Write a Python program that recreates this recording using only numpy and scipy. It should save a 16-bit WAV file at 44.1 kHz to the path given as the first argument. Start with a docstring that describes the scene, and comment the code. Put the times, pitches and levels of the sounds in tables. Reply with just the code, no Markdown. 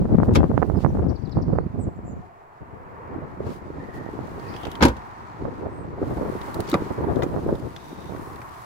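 """Wind hits the microphone first: gusts and eddies buffet its two ports, hand-held beside a parked car. Close
by, the rear door is unlatched and later slammed; then the front handle is pulled and that door opens. Each blow
rings the door panels and cracks in the steel latch; the slam puffs air from the seal. A sleeve rustles near the
microphone, small birds call from the hedge and tyres rush on a distant road to the right. Faint tyre tones and
high whines come and go, and a hinge creaks before the slam."""
import sys
import numpy as np
from scipy import signal
from scipy.fft import rfft, irfft, next_fast_len
from scipy.io import wavfile
from scipy.ndimage import uniform_filter1d

SR = 44100
rng = np.random.default_rng(int(sys.argv[2]) if len(sys.argv) > 2 else 0)


def master_out(mix):
    """Clip the mix to full scale and print it as 16-bit PCM to the path in sys.argv[1]."""
    frames = np.transpose(np.atleast_2d(mix))
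    ceiling = np.clip(frames, -1, 1)
    pcm = np.round(ceiling * 32767).astype(np.int16)
    wavfile.write(sys.argv[1], SR, pcm)


N = 381553

# Levels are relative within each layer, spectra are per Hz, and pan runs from 0 (left) to 1 (right).
# traffic on the distant road: t/s, level/dB
ROAD_LEVEL = [(2.45, -50), (3.05, -42), (3.7, -45), (4.6, -38.5), (5.9, -44), (6.45, -36.5), (7.1, -38.5),
              (7.5, -46.5), (8.3, -41.5)]
# spectra of far tyres and of open air: f/Hz, level/dB
TYRE_SPECTRUM = [(30, -9), (120, 4), (270, -14), (380, -4.5), (520, -19), (720, -2.5), (920, 5),
                 (1200, -0.5), (1550, -7), (1850, -8.5), (2400, -18), (3100, -32), (6000, -67),
                 (16000, -43)]
AIR_SPECTRUM = [(30, 1), (150, -18), (300, -5), (390, 5.5), (510, -3), (700, 8.5), (1200, -22),
                (2800, -25.5), (5000, -52), (7500, -35.5), (9000, -51), (16000, -42)]
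# faint thin, wavering bands of noise (tones from the distant road's tyres, a hinge creak before the slam, high
# whines): t/s, length/s, f/Hz, width/Hz, level/dB
THIN_WHINES = [(1.799, 0.72, 730, 110, -62), (2.6, 0.77, 487, 110, -56.5), (3.743, 0.42, 1870, 150, -58.5),
               (4.371, 0.33, 1840, 220, -62), (4.423, 0.17, 2500, 300, -64), (4.511, 0.27, 3110, 900, -61),
               (4.461, 0.15, 4800, 900, -63.5), (7.7, .5, 3700, 400, -69), (7.716, .48, 5800, 300, -75),
               (8.051, .7, 1080, 200, -54.5)]

# quick bird notes from the hedge: t/s, length/s, start f/Hz, end f/Hz, level/dB
BIRD_CHIRPS = [(0.75, 0.034, 5120, 4730, -56), (0.864, 0.041, 5900, 5900, -58),
               (1.028, .02, 5430, 4900, -65), (1.078, 0.024, 6270, 4100, -50.5),
               (1.091, .016, 6150, 5300, -52.5), (1.148, 0.02, 5300, 3950, -49),
               (1.185, .018, 6100, 5800, -63), (1.215, .018, 5430, 4400, -61),
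               (1.245, 0.018, 5400, 3770, -53), (1.306, 0.027, 5600, 3740, -46.5),
               (1.352, .018, 5400, 4530, -57), (1.41, 0.022, 6400, 4300, -49.5),
               (1.42, 0.24, 4900, 4250, -69)]
# thin, raspy high calls: t/s, length/s, f/Hz, upward bow/Hz, rasp/Hz, level/dB
BIRD_SEEPS = [(1.777, .08, 7610, 359, 260, -51.5), (1.945, .035, 7380, 0, 80, -68),
              (2.026, .108, 7230, 60, 130, -56), (5.654, .22, 8230, 100, 250, -67)]

# cloth moving with the arm, close to the microphone: t/s, rub/dB, hiss/dB
SLEEVE_LEVEL = [(0, -64, -80.5), (.95, -65, -74.5), (1.1, -67, -87), (2.6, -76, -88.5), (3.65, -66, -86),
                (4.3, -60, -75.5), (4.62, -58, -67.5), (5.05, -60.5, -82), (5.95, -67, -87.5),
                (6.07, -59, -71), (6.45, -55, -65), (6.9, -55, -69.5), (7.05, -60, -70), (8.12, -57, -70.5),
                (8.23, -61.5, -65.5), (8.65, -58, -70)]
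# quick brushes of cloth, and a short scrape just before the latch gives: peak t/s, length/s, rub/dB, hiss/dB
SLEEVE_BRUSHES = [(0.246, 0.047, -61, -77), (0.342, .024, -46, -65.5), (0.82, 0.079, -53.5, -90),
                  (3.516, 0.24, -59, -71.5), (3.957, 0.083, -69, -71), (6.703, .08, -45.5, -72)]
# spectra of the rub and of the fine hiss, which also tops the clicks: f/Hz, level/dB
RUB_SPECTRUM = [(1200, -8.5), (2400, 2.5), (3000, 1), (3700, -0.5), (4400, 0), (5700, -5), (6800, -6),
                (10000, -16), (16000, -39)]
HISS_SPECTRUM = [(4000, -6.5), (7500, -5.5), (10500, -4.5), (13000, -4), (16000, -9)]

# wind at the microphone: t/s, level/dB
WIND_LEVEL = [(0, -16), (.15, -25), (.39, -14), (.45, -17), (.472, -22.5), (.5, -20), (.79, -21.5),
              (.825, -38), (.88, -21.5), (1.1, -20), (1.18, -36), (1.27, -30.5), (1.5, -24), (1.59, -21),
              (1.71, -33.5), (1.88, -28), (1.945, -40.5), (1.98, -33.5), (2.2, -36.5), (2.24, -48),
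              (2.56, -72.5), (2.64, -49), (2.9, -47), (3.2, -39.5), (3.65, -38), (3.88, -39), (4.15, -36),
              (4.75, -36.5), (5.12, -50.5), (5.55, -35.5), (5.85, -36), (6.28, -27), (6.42, -36.5),
              (6.95, -34), (7.17, -25), (7.8, -42.5), (8.22, -37.5), (8.6, -52.5)]
# which port faces the wind: t/s, left minus right/dB
WIND_BALANCE = [(0, -0.5), (.45, 1.5), (.65, -12.5), (1.05, 5.5), (1.29, 23), (1.37, 8), (1.6, -7.5),
                (2.0, 0)]
# puffs that stand out of the wind: peak t/s, length/s, level/dB, pan
WIND_PUFFS = [(0.146, 0.17, -16, 0.35), (0.212, 0.051, -14.5, 0), (0.861, 0.11, -24, 1),
              (1.101, 0.1, -21, 0.019), (1.382, 0.072, -17.5, 0.65), (1.493, 0.1, -23, 1),
              (1.777, 0.11, -24.5, 0.93), (1.861, 0.089, -26, 0.58), (2.623, 0.044, -34.5, 0.52),
              (2.736, 0.043, -40.5, 0.067), (3.179, 0.22, -33.5, 0.52), (3.416, 0.053, -31.5, 0.49),
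              (3.472, 0.13, -30, 0.46), (3.797, 0.19, -38, 0.5), (4.674, 0.059, -28.5, 0.46),
              (5.45, 0.13, -29, 0.29), (5.661, 0.0294, -24.5, 0.52), (6.029, 0.082, -25.5, 0.59),
              (6.592, 0.0923, -25.5, 0.73), (6.808, 0.049, -28.5, 0.61), (6.915, 0.0274, -26.5, 0.92),
              (7.092, 0.062, -22, 0.2), (7.188, 0.163, -22.5, 0.036), (7.368, 0.1, -29, 0.29),
              (7.507, 0.15, -23, 0.455), (7.653, 0.11, -29, 0.18), (8.144, 0.217, -37, 0.93)]
# spectra of buffeting in strong and in light flow, and of an eddy's flutter: f/Hz, level/dB
STRONG_FLOW_SPECTRUM = [(15, -40.5), (35, -8.5), (80, 1.5), (170, -2), (280, -6.5), (500, -17),
                        (900, -34.5), (1500, -47.5), (2500, -61.5), (4000, -82.5), (8000, -100)]
LIGHT_FLOW_SPECTRUM = [(15, -24), (35, -10.5), (80, -0.5), (130, -1), (230, -5), (370, -2.5), (550, -8),
                       (900, -16), (1500, -28.5), (2500, -52.5), (4000, -52), (8000, -100)]
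FLUTTER_SPECTRUM = [(150, 8), (450, 3.5), (1000, -5), (1800, -11.5), (3000, -31), (4200, -57.5)]
# single eddies that slap the ports, and short scuffs near 8.1 s: t/s, level/dB, pan
EDDY_SLAPS = [(.055, -15, 0.74), (.096, -17, 0.75), (.298, -26, .7), (0.1856, -10, 0.0043),
              (0.202, -9, 0.026), (0.233, -4.5, 0.97), (.406, -9, 0.041), (.432, -7, 0), (.442, -8, 0.067),
              (0.516, -11, 0), (0.5782, -1.5, 0.91), (0.619, -10, 1), (0.626, -4, 0.96),
              (0.63, -2.5, 0.994), (.7, -10, 1), (0.806, -18.5, 0.71), (0.8392, -14.5, 0.68),
              (0.844, -22, 0.61), (0.848, -3.5, 0.96), (0.8506, -17, 0.61), (0.863, -7, 1),
              (0.952, -15, 0.087), (0.972, -14.5, 0.95), (0.995, -14.5, 0.26), (1.042, -19, .5),
              (1.371, -12, .8), (1.39, -13.5, 1), (1.483, -18.5, .9), (1.555, -16.5, 0.98), (1.587, -5, 1),
              (1.76, -21, 0.67), (1.888, -21, .8), (1.992, -24, 0.73), (2.08, -23.5, 0.077),
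              (3.404, -23, 0.85), (4.064, -18.5, 1), (4.09, -19.5, 0.97), (4.191, -15, 0.98),
              (4.669, -16, 0.94), (5.454, -11.5, 0.99), (6.021, -25, 0.17), (6.199, -18, 0.32),
              (7.009, -15, 0.47), (7.364, -11.5, 1), (7.374, -13.5, 0.98), (7.491, -11, 1),
              (7.528, -18, .3), (8.096, -21.5, 0.91), (8.123, -18, 0.86), (8.15, -17.5, .8)]
# large eddies, each a hollow bump: t/s, level/dB, f/Hz, pan
EDDY_BUMPS = [(0.154, -3.5, 196, 0), (0.187, -0.5, 180, 0.0), (0.3, -9.5, 250, 0.76), (0.312, -6, 150, 0.5),
              (0.442, -3, 267, 0.03), (0.497, -5.5, 237.5, 0.48), (0.854, -1, 140, 1.0),
              (1.115, -12.5, 207.5, 0), (1.378, -11, 240, 1), (1.492, -17, 150, 0.68),
              (1.666, -10.5, 167, 0.65), (3.163, -16, 285, 1), (3.406, -9.5, 416, 0.71),
              (3.494, -13.5, 328, 0.45), (3.704, -15.5, 364, 0.69), (3.786, -19.5, 252, 0.6),
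              (4.139, -16.5, 328, 0.42), (5.424, -12, 317, 0.6), (5.455, -19, 358, 1),
              (5.485, -13, 435, 0.036), (5.613, -19, 392, 1), (5.67, -14.5, 506, 1),
              (6.018, -6.5, 380, 0.63), (6.028, -10.5, 352, 0.051), (6.213, -7, 443, 0.41),
              (6.233, -10.5, 396, 0.73), (6.3, -11.5, 347, 0), (6.354, -12, 375, 0.38),
              (6.823, -7.5, 343, 0.52), (6.912, -20.5, 351, 0.012), (7.009, -13, 350, 0.58),
              (7.071, -13, 289, 1), (7.161, -20, 344, 0.1), (7.194, -8, 410, 0.28), (7.242, -10, 410, 0.87),
              (7.266, -10, 307, 0.76), (7.349, -14, 303, 0), (7.465, -7.5, 372, 0.89),
              (7.509, -13, 291, 0.33), (7.528, -3, 390, 0.28), (7.603, -17.5, 277, 0.76),
              (7.931, -19.5, 273, 0.49), (8.137, -23, 312, 0.65), (8.197, -18.5, 284, 0),
              (8.275, -23, 350, 0.91)]

# ticks of hinge, handle and trim: t/s, level/dB, hiss against the tick/dB, ring f/Hz
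PART_CLICKS = [(1.272, -47.5, -28, 3900), (1.294, -44.5, -21, 3700), (4.3959, -40.5, -20, 4500),
               (4.5387, -36, -29.5, 3200), (4.563, -30, -26.5, 3120), (4.632, -33, -31, 3120),
               (4.652, -25, -38, 3150), (4.669, -29.5, -36, 2600), (4.715, -30.5, -9.5, 3300),
               (4.753, -27, -32, 3200), (6.4143, -30, -39, 3600), (6.5428, -32.5, -1, 4100),
               (6.603, -28, -1, 4400), (6.676, -34, -27, 5200), (6.69, -32, -12, 4500),
               (6.697, -33, 3.5, 4400), (6.7145, -23, -12, 3900), (7.1577, -34.5, -15, 3630),
               (7.5525, -40, -10, 3670), (7.7631, -28.5, -23, 3630), (8.162, -30.5, -29, 1500),
               (8.358, -41, -6.5, 4200), (8.4162, -31, -30, 2050)]
# the door skin flexing as the latch catches and the seal is pressed or lets go:
# t/s, level/dB, f/Hz, half length/cycles
SKIN_THUMPS = [(4.8273, -6.5, 273, .9), (4.8536, -3, 280, 0.59), (6.7339, -10.5, 310, 1.34),
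               (6.757, -12.5, 218, 0.69)]
# blows of latch and door: t/s, thud/dB, crack/dB, crack t60/s, crack cutoff/Hz, sparkle/dB
DOOR_BLOWS = [(0.3499, -38.5, -25.5, 0.04, 15700, -39), (0.355, -16.5, -16.5, 0.047, 16000, -42),
              (.36, -15.5, -23.5, 0.063, 15800, -44), (4.8047, -20.5, -28, 0.11, 2000, -69),
              (4.808, -19, -23.5, 0.065, 5000, -59), (4.817, -17.5, -20, 0.054, 6020, -59),
              (4.8243, -8, -12, 0.1, 16100, -33.5), (4.8333, -13.5, -12, 0.039, 16060, -34.5),
              (4.8515, -8, -16, 0.035, 16070, -27), (4.859, -14.5, -26.5, 0.11, 16100, -56),
              (4.883, -19.5, -26.5, 0.045, 16000, -40.5), (4.898, -21, -37, .04, 6000, -65),
              (4.966, -34.5, -42, 0.057, 16000, -60.5), (6.731, -24, -36, 0.08, 9000, -55),
              (6.7414, -12, -20, 0.0172, 9000, -36), (6.75, -23.5, -34, 0.038, 5000, -59),
              (7.222, -31, -24.5, 0.031, 4830, -51.5), (7.232, -23, -35, 0.052, 5260, -45)]
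# where the struck door stands from the microphone: t/s, lag of the left port/s
DOOR_BEARING = [(.4, .0004), (4.8, -.00025), (5, -.00025), (6.7, 0), (7.3, .0003)]
# modes of the door panels with their cavities, and of the latch steel: f/Hz, level/dB, t60/s
REAR_DOOR_MODES = [(61.5, -3.5, 0.24), (84.7, -3, 0.16), (112, -8, 0.12), (141.7, -18, 0.32),
                   (198.3, -14.5, 0.29), (242.2, 2, 0.16), (271, -4, 0.12), (338.6, -8.5, 0.19),
                   (405, -17, 0.23), (480, -9.5, 0.13), (558, -7, 0.115), (601, -10.5, 0.081),
                   (810, -4, 0.071), (894, -2, 0.083), (977, -2, 0.1), (1530, -19.5, 0.27)]
FRONT_DOOR_MODES = [(149.8, -5, 0.17), (228, -11, 0.15), (377, -0.5, 0.044), (490, -5, .085),
                    (552, -2.5, 0.18), (744, -0.5, 0.069), (1170, 2.5, 0.042), (1300, 6, 0.027),
                    (2040, -0.5, 0.024), (2430, -8.5, 0.05), (3830, -6.5, 0.022), (4900, -14, .025)]
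LATCH_MODES = [(1610, 4, 0.11), (1895, -5, .1), (2164, 1, 0.094), (2309, -2, .09), (2410, 0, .09),
               (2660, 3, .12), (2920, -2, 0.092), (3160, 2.5, 0.087), (3390, 0, 0.1), (3530, 0, .09),
               (3800, -1, .08), (4030, -3.5, 0.071), (4370, -2.5, .08), (4950, -6, .11)]
# spectra of a plastic tick, the seal's puff, clattering lining, the steel crack and its top:
# f/Hz, level/dB
PLASTIC_SPECTRUM = [(500, 11.5), (1500, 9.5), (2600, -1), (3700, -2), (6000, -3), (8500, -13), (16000, -20)]
SEAL_SPECTRUM = [(150, -18), (300, -4), (420, 3), (700, -9), (950, 11.5), (1120, -2.5), (1300, -22.5),
                 (1600, -28), (4000, -53)]
LINING_SPECTRUM = [(20, -12), (40, -3), (100, 4), (190, -4.5), (290, 0), (550, 1), (720, -18), (900, -3),
                   (1150, -11), (2000, -25), (4000, -48)]
STEEL_SPECTRUM = [(200, 1), (500, -7.5), (1000, -0.5), (1600, 2), (1850, -6.5), (2170, -1), (2600, -10),
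                  (3400, -7), (6000, -13), (8700, -26), (11000, -27), (16000, -41.5)]
SPARKLE_SPECTRUM = [(4000, -14), (7000, -2.5), (8800, -15), (11000, -5), (13000, -16), (16000, -16.5)]


def amp(db):
    """Decibels to gain."""
    return 10 ** (np.asarray(db) / 20)


def unit(x):
    """Scale to rms 1."""
    return x / np.sqrt(np.mean(x ** 2) + 1e-20)


def curves(rows):
    """One value per sample for each column after the time."""
    s, *cols = np.transpose(rows)
    return [np.interp(np.arange(N) / SR, s, c) for c in cols]


def wobble(rate, size=N):
    """A smooth random curve, rate knots a second."""
    knots = rng.standard_normal(int(size * rate / SR) + 4)
    fine = signal.resample_poly(knots, up=8, down=1)
    return np.interp(np.arange(size) * rate / SR * len(fine) / len(knots), np.arange(len(fine)), fine)


def filtered(x, response):
    """x times a response of frequency."""
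    n = x.shape[-1]
    m = next_fast_len(n + 8192)
    return irfft(rfft(x, m) * response(np.fft.rfftfreq(m, 1 / SR)), m)[..., :n]


def lowpass(x, cutoff_hz, order=4):
    """Roll off the treble, 6 dB down at the cutoff."""
    return filtered(x, lambda hz: 1 / (1 + (hz / cutoff_hz) ** order))


def noise(spectrum, alike, size=N):
    """Stereo noise of rms 1 with a given spectrum and left-right likeness."""
    mid, side = rng.standard_normal((2, size))
    turn = np.arccos(np.clip(alike, -1, 1)) / 2
    white = np.cos(turn) * mid + np.sin(turn) * np.array([side, -side])
    f, db = np.transpose(spectrum)
    return unit(filtered(white, lambda hz: amp(np.interp(np.log(hz + 1), np.log(f), db))))


def add(track, s, sound):
    """Mix a sound into a track at time s."""
    part = track[:, max(round(s * SR), 0):][:, :sound.shape[-1]]
    part += sound[..., :part.shape[1]]


def swell(s, length):
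    """A smooth rise and fall, 1 at time s."""
    out = np.zeros((1, N))
    add(out, s - length / 2, np.hanning(int(length * SR)))
    return out[0]


def panned(pan):
    """The shares of the left and the right port."""
    return np.array([[1 - pan], [pan]])


def lagged(pair, lag):
    """The left port hears the sound lag seconds after the right one."""
    return filtered(pair, lambda hz: np.exp(1j * np.pi * hz * lag * np.array([[-1], [1]])))


def echo(x, t60):
    """A diffuse tail of unit energy, different at each port."""
    tail = rng.standard_normal((2, SR // 2)) * amp(-60 * np.arange(SR // 2) / SR / t60)
    return signal.fftconvolve(x, tail / np.linalg.norm(tail[0]), axes=1)[:, :N]


def road():
    """Far off to the right: tyres on a road, over the steady murmur of open air."""
    level_db, = curves(ROAD_LEVEL)
    tyres = amp(level_db + 0.29 * wobble(rate=8.1)) * noise(TYRE_SPECTRUM, alike=0.37)
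    air = amp(-51.5) * noise(AIR_SPECTRUM, alike=0.99)
    return lagged(tyres + air, lag=0.00039)


def whines():
    """Tyre tones from the distant road, a hinge creak and high whines: thin bands of noise that waver in pitch
    and level."""
    waver_hz, flicker_db, rate = 18.1, 3, 49
    out = np.zeros((2, N))
    for s, length, hz, width_hz, db in THIN_WHINES:
        size = int(length * SR)
        white = rng.standard_normal((2, size))
        band = filtered(white, lambda f: 1 / (1 + (2 * (f - hz) / width_hz) ** 2))
        waver = np.exp(2j * np.pi * np.cumsum(waver_hz * wobble(rate, size)) / SR)
        band = (signal.hilbert(band) * waver).real * amp(flicker_db * wobble(rate, size))
        add(out, s, amp(db + 7.5) * unit(band) * signal.windows.tukey(size, .5))
    return out


def whistle(pitch, rasp_hz):
    """One bird note that swells and fades along a quavering pitch."""
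    u = np.linspace(0, 1, len(pitch))
    quavering = pitch + rasp_hz * wobble(rate=950, size=len(u))
    return np.sin(np.pi * u ** 1.6) * np.sin(2 * np.pi * np.cumsum(quavering) / SR)


def birds():
    """From the hedge: falling flicks and high calls, scattered by twigs, with a duller echo behind."""
    arch_hz, end_drop_hz = 151.5, 1150
    calls = np.zeros((2, N))
    for s, length, start_hz, end_hz, db in BIRD_CHIRPS:
        u = np.linspace(0, 1, int(length * SR))
        pitch = start_hz + (end_hz - start_hz) * u + arch_hz * np.sin(np.pi * u)
        add(calls, s, amp(db) * whistle(pitch, rasp_hz=260))
    for s, length, hz, bow_hz, rasp_hz, db in BIRD_SEEPS:
        u = np.linspace(0, 1, int(length * SR))
        pitch = hz + bow_hz * np.sin(np.pi * u) - end_drop_hz * u ** 6
        add(calls, s, amp(db) * whistle(pitch, rasp_hz))
    hedge = lowpass(echo(calls, t60=0.5), cutoff_hz=7400, order=6)  # leaves swallow the top
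    twigs = echo(calls, t60=0.039)
    return amp(-7.5) * calls + twigs + amp(-5) * hedge


def sleeve():
    """Close to the microphone: cloth rubs as the arm moves, a dull rub and a fine, grainy hiss."""
    rub_gain, hiss_gain = amp(curves(SLEEVE_LEVEL))
    for s, length, rub_db, hiss_db in SLEEVE_BRUSHES:
        stroke = swell(s, length)
        rub_gain += amp(rub_db) * stroke
        hiss_gain += amp(hiss_db) * stroke
    rub = rub_gain * amp(-.5) * noise(RUB_SPECTRUM, alike=0.047)
    hiss = hiss_gain * amp(8.5) * noise(HISS_SPECTRUM, alike=0.092)
    rustle = sum(layer * amp(1.1 * wobble(rate=15)) for layer in (rub, hiss))
    grain = amp(1.2 * wobble(rate=300))
    return grain * rustle * amp([[.7], [-.7]])  # a little to the left


def push_pull(u):
    """Pressure of an eddy at u crossing times from the port, peak 1."""
    shape = -u / (1 + u * u) ** 2
    return shape / shape.max()


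def crackle(strength):
    """Small eddies hit each port at random, the harder the stronger the wind there."""
    hits_per_s, spread_db, crossing_s = 55, 2, 0.0006
    hits = (rng.random((2, N)) < hits_per_s / SR) * np.sign(rng.standard_normal((2, N)))
    size = amp(-3.5 + spread_db * np.clip(rng.standard_normal((2, N)), -2, 2))
    u = np.arange(-SR // 200, SR // 200) / SR / crossing_s
    return signal.fftconvolve(hits * size * strength, push_pull(u)[None], mode="same", axes=1)


def eddies():
    """An eddy passing a port pushes, then sucks, the air in it, amid a short flutter."""
    flutter_fade_s = 0.0059
    out, t = np.zeros((2, N)), np.arange(-SR // 50, SR // 50) / SR
    for s, db, pan in EDDY_SLAPS:
        crossing_s = 0.00055 / amp(0.3 * (db + 12.5))  # strong ones pass faster
        flutter = noise(FLUTTER_SPECTRUM, alike=0, size=len(t))[0] * np.exp(-np.abs(t) / flutter_fade_s)
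        slap = push_pull(t / crossing_s) + amp(-17) * flutter
        add(out, s + t[0], amp(db) * slap * panned(pan))
    return lowpass(out, cutoff_hz=2400)  # the narrow port dulls it


def bumps():
    """A large eddy rocks the air in the ports for a cycle or two; flutter rides on its crests."""
    half_length_cycles, flutter_share = 0.73, 0.11
    out, t = np.zeros((2, N)), np.arange(-SR // 40, SR // 40) / SR
    for s, db, hz, pan in EDDY_BUMPS:
        phase = 2 * np.pi * rng.random() + 0.69 * rng.standard_normal((2, 1))
        wave = np.exp(-(t * hz / half_length_cycles) ** 2) * np.sin(2 * np.pi * hz * t + phase)
        wave *= 1 + flutter_share * noise(FLUTTER_SPECTRUM, alike=0, size=len(t))
        add(out, s + t[0], amp(db - 1.5) * wave * panned(pan))
    return out


def wind_power():
    """Power at each port: shared gusts, its own sway and puffs, with more on the windward side."""
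    wind_db, = curves(WIND_LEVEL)
    balance_db, = curves(WIND_BALANCE)
    facing = amp(np.array([balance_db, -balance_db]) / 2) ** 2
    sway_db = 2 * np.array([wobble(rate=17), wobble(rate=17)])
    gust_db = 1.56 * wobble(rate=8)
    power = amp(wind_db + gust_db + sway_db) ** 2 * facing / facing.mean(axis=0)
    for s, length, db, pan in WIND_PUFFS:
        power += amp(db) ** 2 * swell(s, length) * 2 * panned(pan)
    return power


def buffeting():
    """Right on the microphone: turbulence at each port, strong and deep until the car shelters it."""
    split_hz, even_flow_db, brightening = 400, -18.5, 0.39
    power = wind_power()
    shelter, = curves([(2.2, 0.017), (3.1, 0.99)])  # t/s, share of light flow
    flow = np.sqrt(1 - shelter) * noise(STRONG_FLOW_SPECTRUM, alike=0)
    flow += np.sqrt(shelter) * noise(LIGHT_FLOW_SPECTRUM, alike=0.17)
    swirl = np.array([wobble(rate=70), wobble(rate=70)])
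    deep = lowpass(flow, split_hz)
    # faster air, in a gust or in a swirl, is louder and, above all, brighter
    edge_db = 7 * swirl + brightening * (10 * np.log10(power.mean(axis=0)) - even_flow_db)
    flow = deep * amp(3.5 * swirl) + (flow - deep) * amp(edge_db)
    # the swirls only share out the power of the gust
    flow_power = np.abs(uniform_filter1d(flow ** 2, size=SR // 14)) + 1e-9
    return flow * np.sqrt(power / flow_power) + crackle(np.sqrt(power))


def clicks():
    """At the car: hinge stay, plastic handle and trim tick briefly, each at its own resonance."""
    ring_db, half_width_hz = 12.5, 380
    rise_s, t60 = 0.00066, 0.028
    out, t = np.zeros((2, N)), np.arange(SR // 10) / SR
    envelope = amp(-60 * t / t60) * (1 - np.exp(-t / rise_s))
    for s, db, hiss_db, ring_hz in PART_CLICKS:
        plastic = noise(PLASTIC_SPECTRUM, alike=0.16, size=len(t))
        part = filtered(plastic, lambda f: 1 + amp(ring_db) / (1 + ((f - ring_hz) / half_width_hz) ** 2))
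        tick = unit(part) + amp(hiss_db) * noise(HISS_SPECTRUM, alike=.2, size=len(t))
        add(out, s, amp(db - 2) * tick * envelope)
    return out


def seal():
    """In the slam the rubber seal is crushed against the frame and drives out a dense puff of air."""
    slam_s, rise_s, t60 = 4.851, .002, 0.12
    out, t = np.zeros((2, N)), np.arange(SR // 4) / SR
    envelope = amp(-19.5 - 60 * t / t60) * (1 - np.exp(-t / rise_s))
    add(out, slam_s, envelope * noise(SEAL_SPECTRUM, alike=0.54, size=len(t)))
    return out


def thumps():
    """The door skin swings for a cycle or two, a hollow thump on both ports."""
    out, t = np.zeros((2, N)), np.arange(-SR // 40, SR // 40) / SR
    for s, db, hz, cycles in SKIN_THUMPS:
        add(out, s + t[0], -amp(db) * np.exp(-(t * hz / cycles) ** 2) * np.sin(2 * np.pi * hz * t))
    return out


def ring(modes, t):
    """Struck modes at fresh strengths; the higher ones reach the two ports less alike."""
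    hz, db, t60 = np.transpose(modes)[:, :, None]
    strength, detune, skew = rng.standard_normal((3, len(modes), 1))
    decay = amp(db + 0.54 * strength - 60 * t / t60) * (1 - np.exp(-t / 0.00023))
    phase = 2 * np.pi * (hz + 5 * detune) * t + np.pi * np.arange(len(modes))[:, None]
    offset = skew * hz / 2200
    return np.array([np.sum(decay * np.sin(phase + side * offset), axis=0) for side in (1, -1)])


def door():
    """Close by: each blow rings a panel, shakes its lining and cracks in the latch, which rattles on."""
    front_door_from_s, rise_s, lining_t60, rattle_t60 = 6, 0.0004, 0.13, 0.3
    out, t = np.zeros((2, N)), np.arange(SR // 4) / SR
    attack = 1 - np.exp(-t / rise_s)
    for s, thud_db, crack_db, crack_t60, cutoff_hz, sparkle_db in DOOR_BLOWS:
        panel, latch_db = (FRONT_DOOR_MODES, -28) if s > front_door_from_s else (REAR_DOOR_MODES, -21)
        lining = noise(LINING_SPECTRUM, alike=0.57, size=len(t)) * attack * amp(-60 * t / lining_t60)
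        thud = amp(-7) * ring(panel, t) + amp(-5) * lining
        burst = (amp(-60 * t / crack_t60) + amp(-35 - 60 * t / rattle_t60)) * attack
        crack = burst * noise(STEEL_SPECTRUM, alike=0.14, size=len(t))
        crack += amp(latch_db) * ring(LATCH_MODES, t)
        crack = lowpass(crack, cutoff_hz)  # a cushioned contact is duller
        sparkle = burst * noise(SPARKLE_SPECTRUM, alike=.1, size=len(t))
        bright = (amp(crack_db) * crack + amp(sparkle_db + 3.5) * sparkle) * amp([[.8], [-.8]])
        lag = np.interp(s, *np.transpose(DOOR_BEARING))
        add(out, s, lagged(amp(thud_db) * thud + bright, lag))
    return out


def scene():
    """Everything that reaches the two ports, from the spot beside the car."""
    wind = buffeting() + bumps() + eddies()
    return wind + road() + sleeve() + door() + thumps() + seal() + clicks() + whines() + birds()


def record(dry):
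    """The hand-held recorder blocks slow drift, rounds off the highest peaks and limits the band."""
    low_cut_hz, top_hz = 15, 15850
    pressure = filtered(dry, lambda hz: 1j * hz / (1j * hz + low_cut_hz))
    rounded = pressure / (1 + pressure ** 8) ** (1 / 8)
    return filtered(rounded, lambda hz: hz < top_hz)


dry = scene()
out = record(dry)
master_out(out)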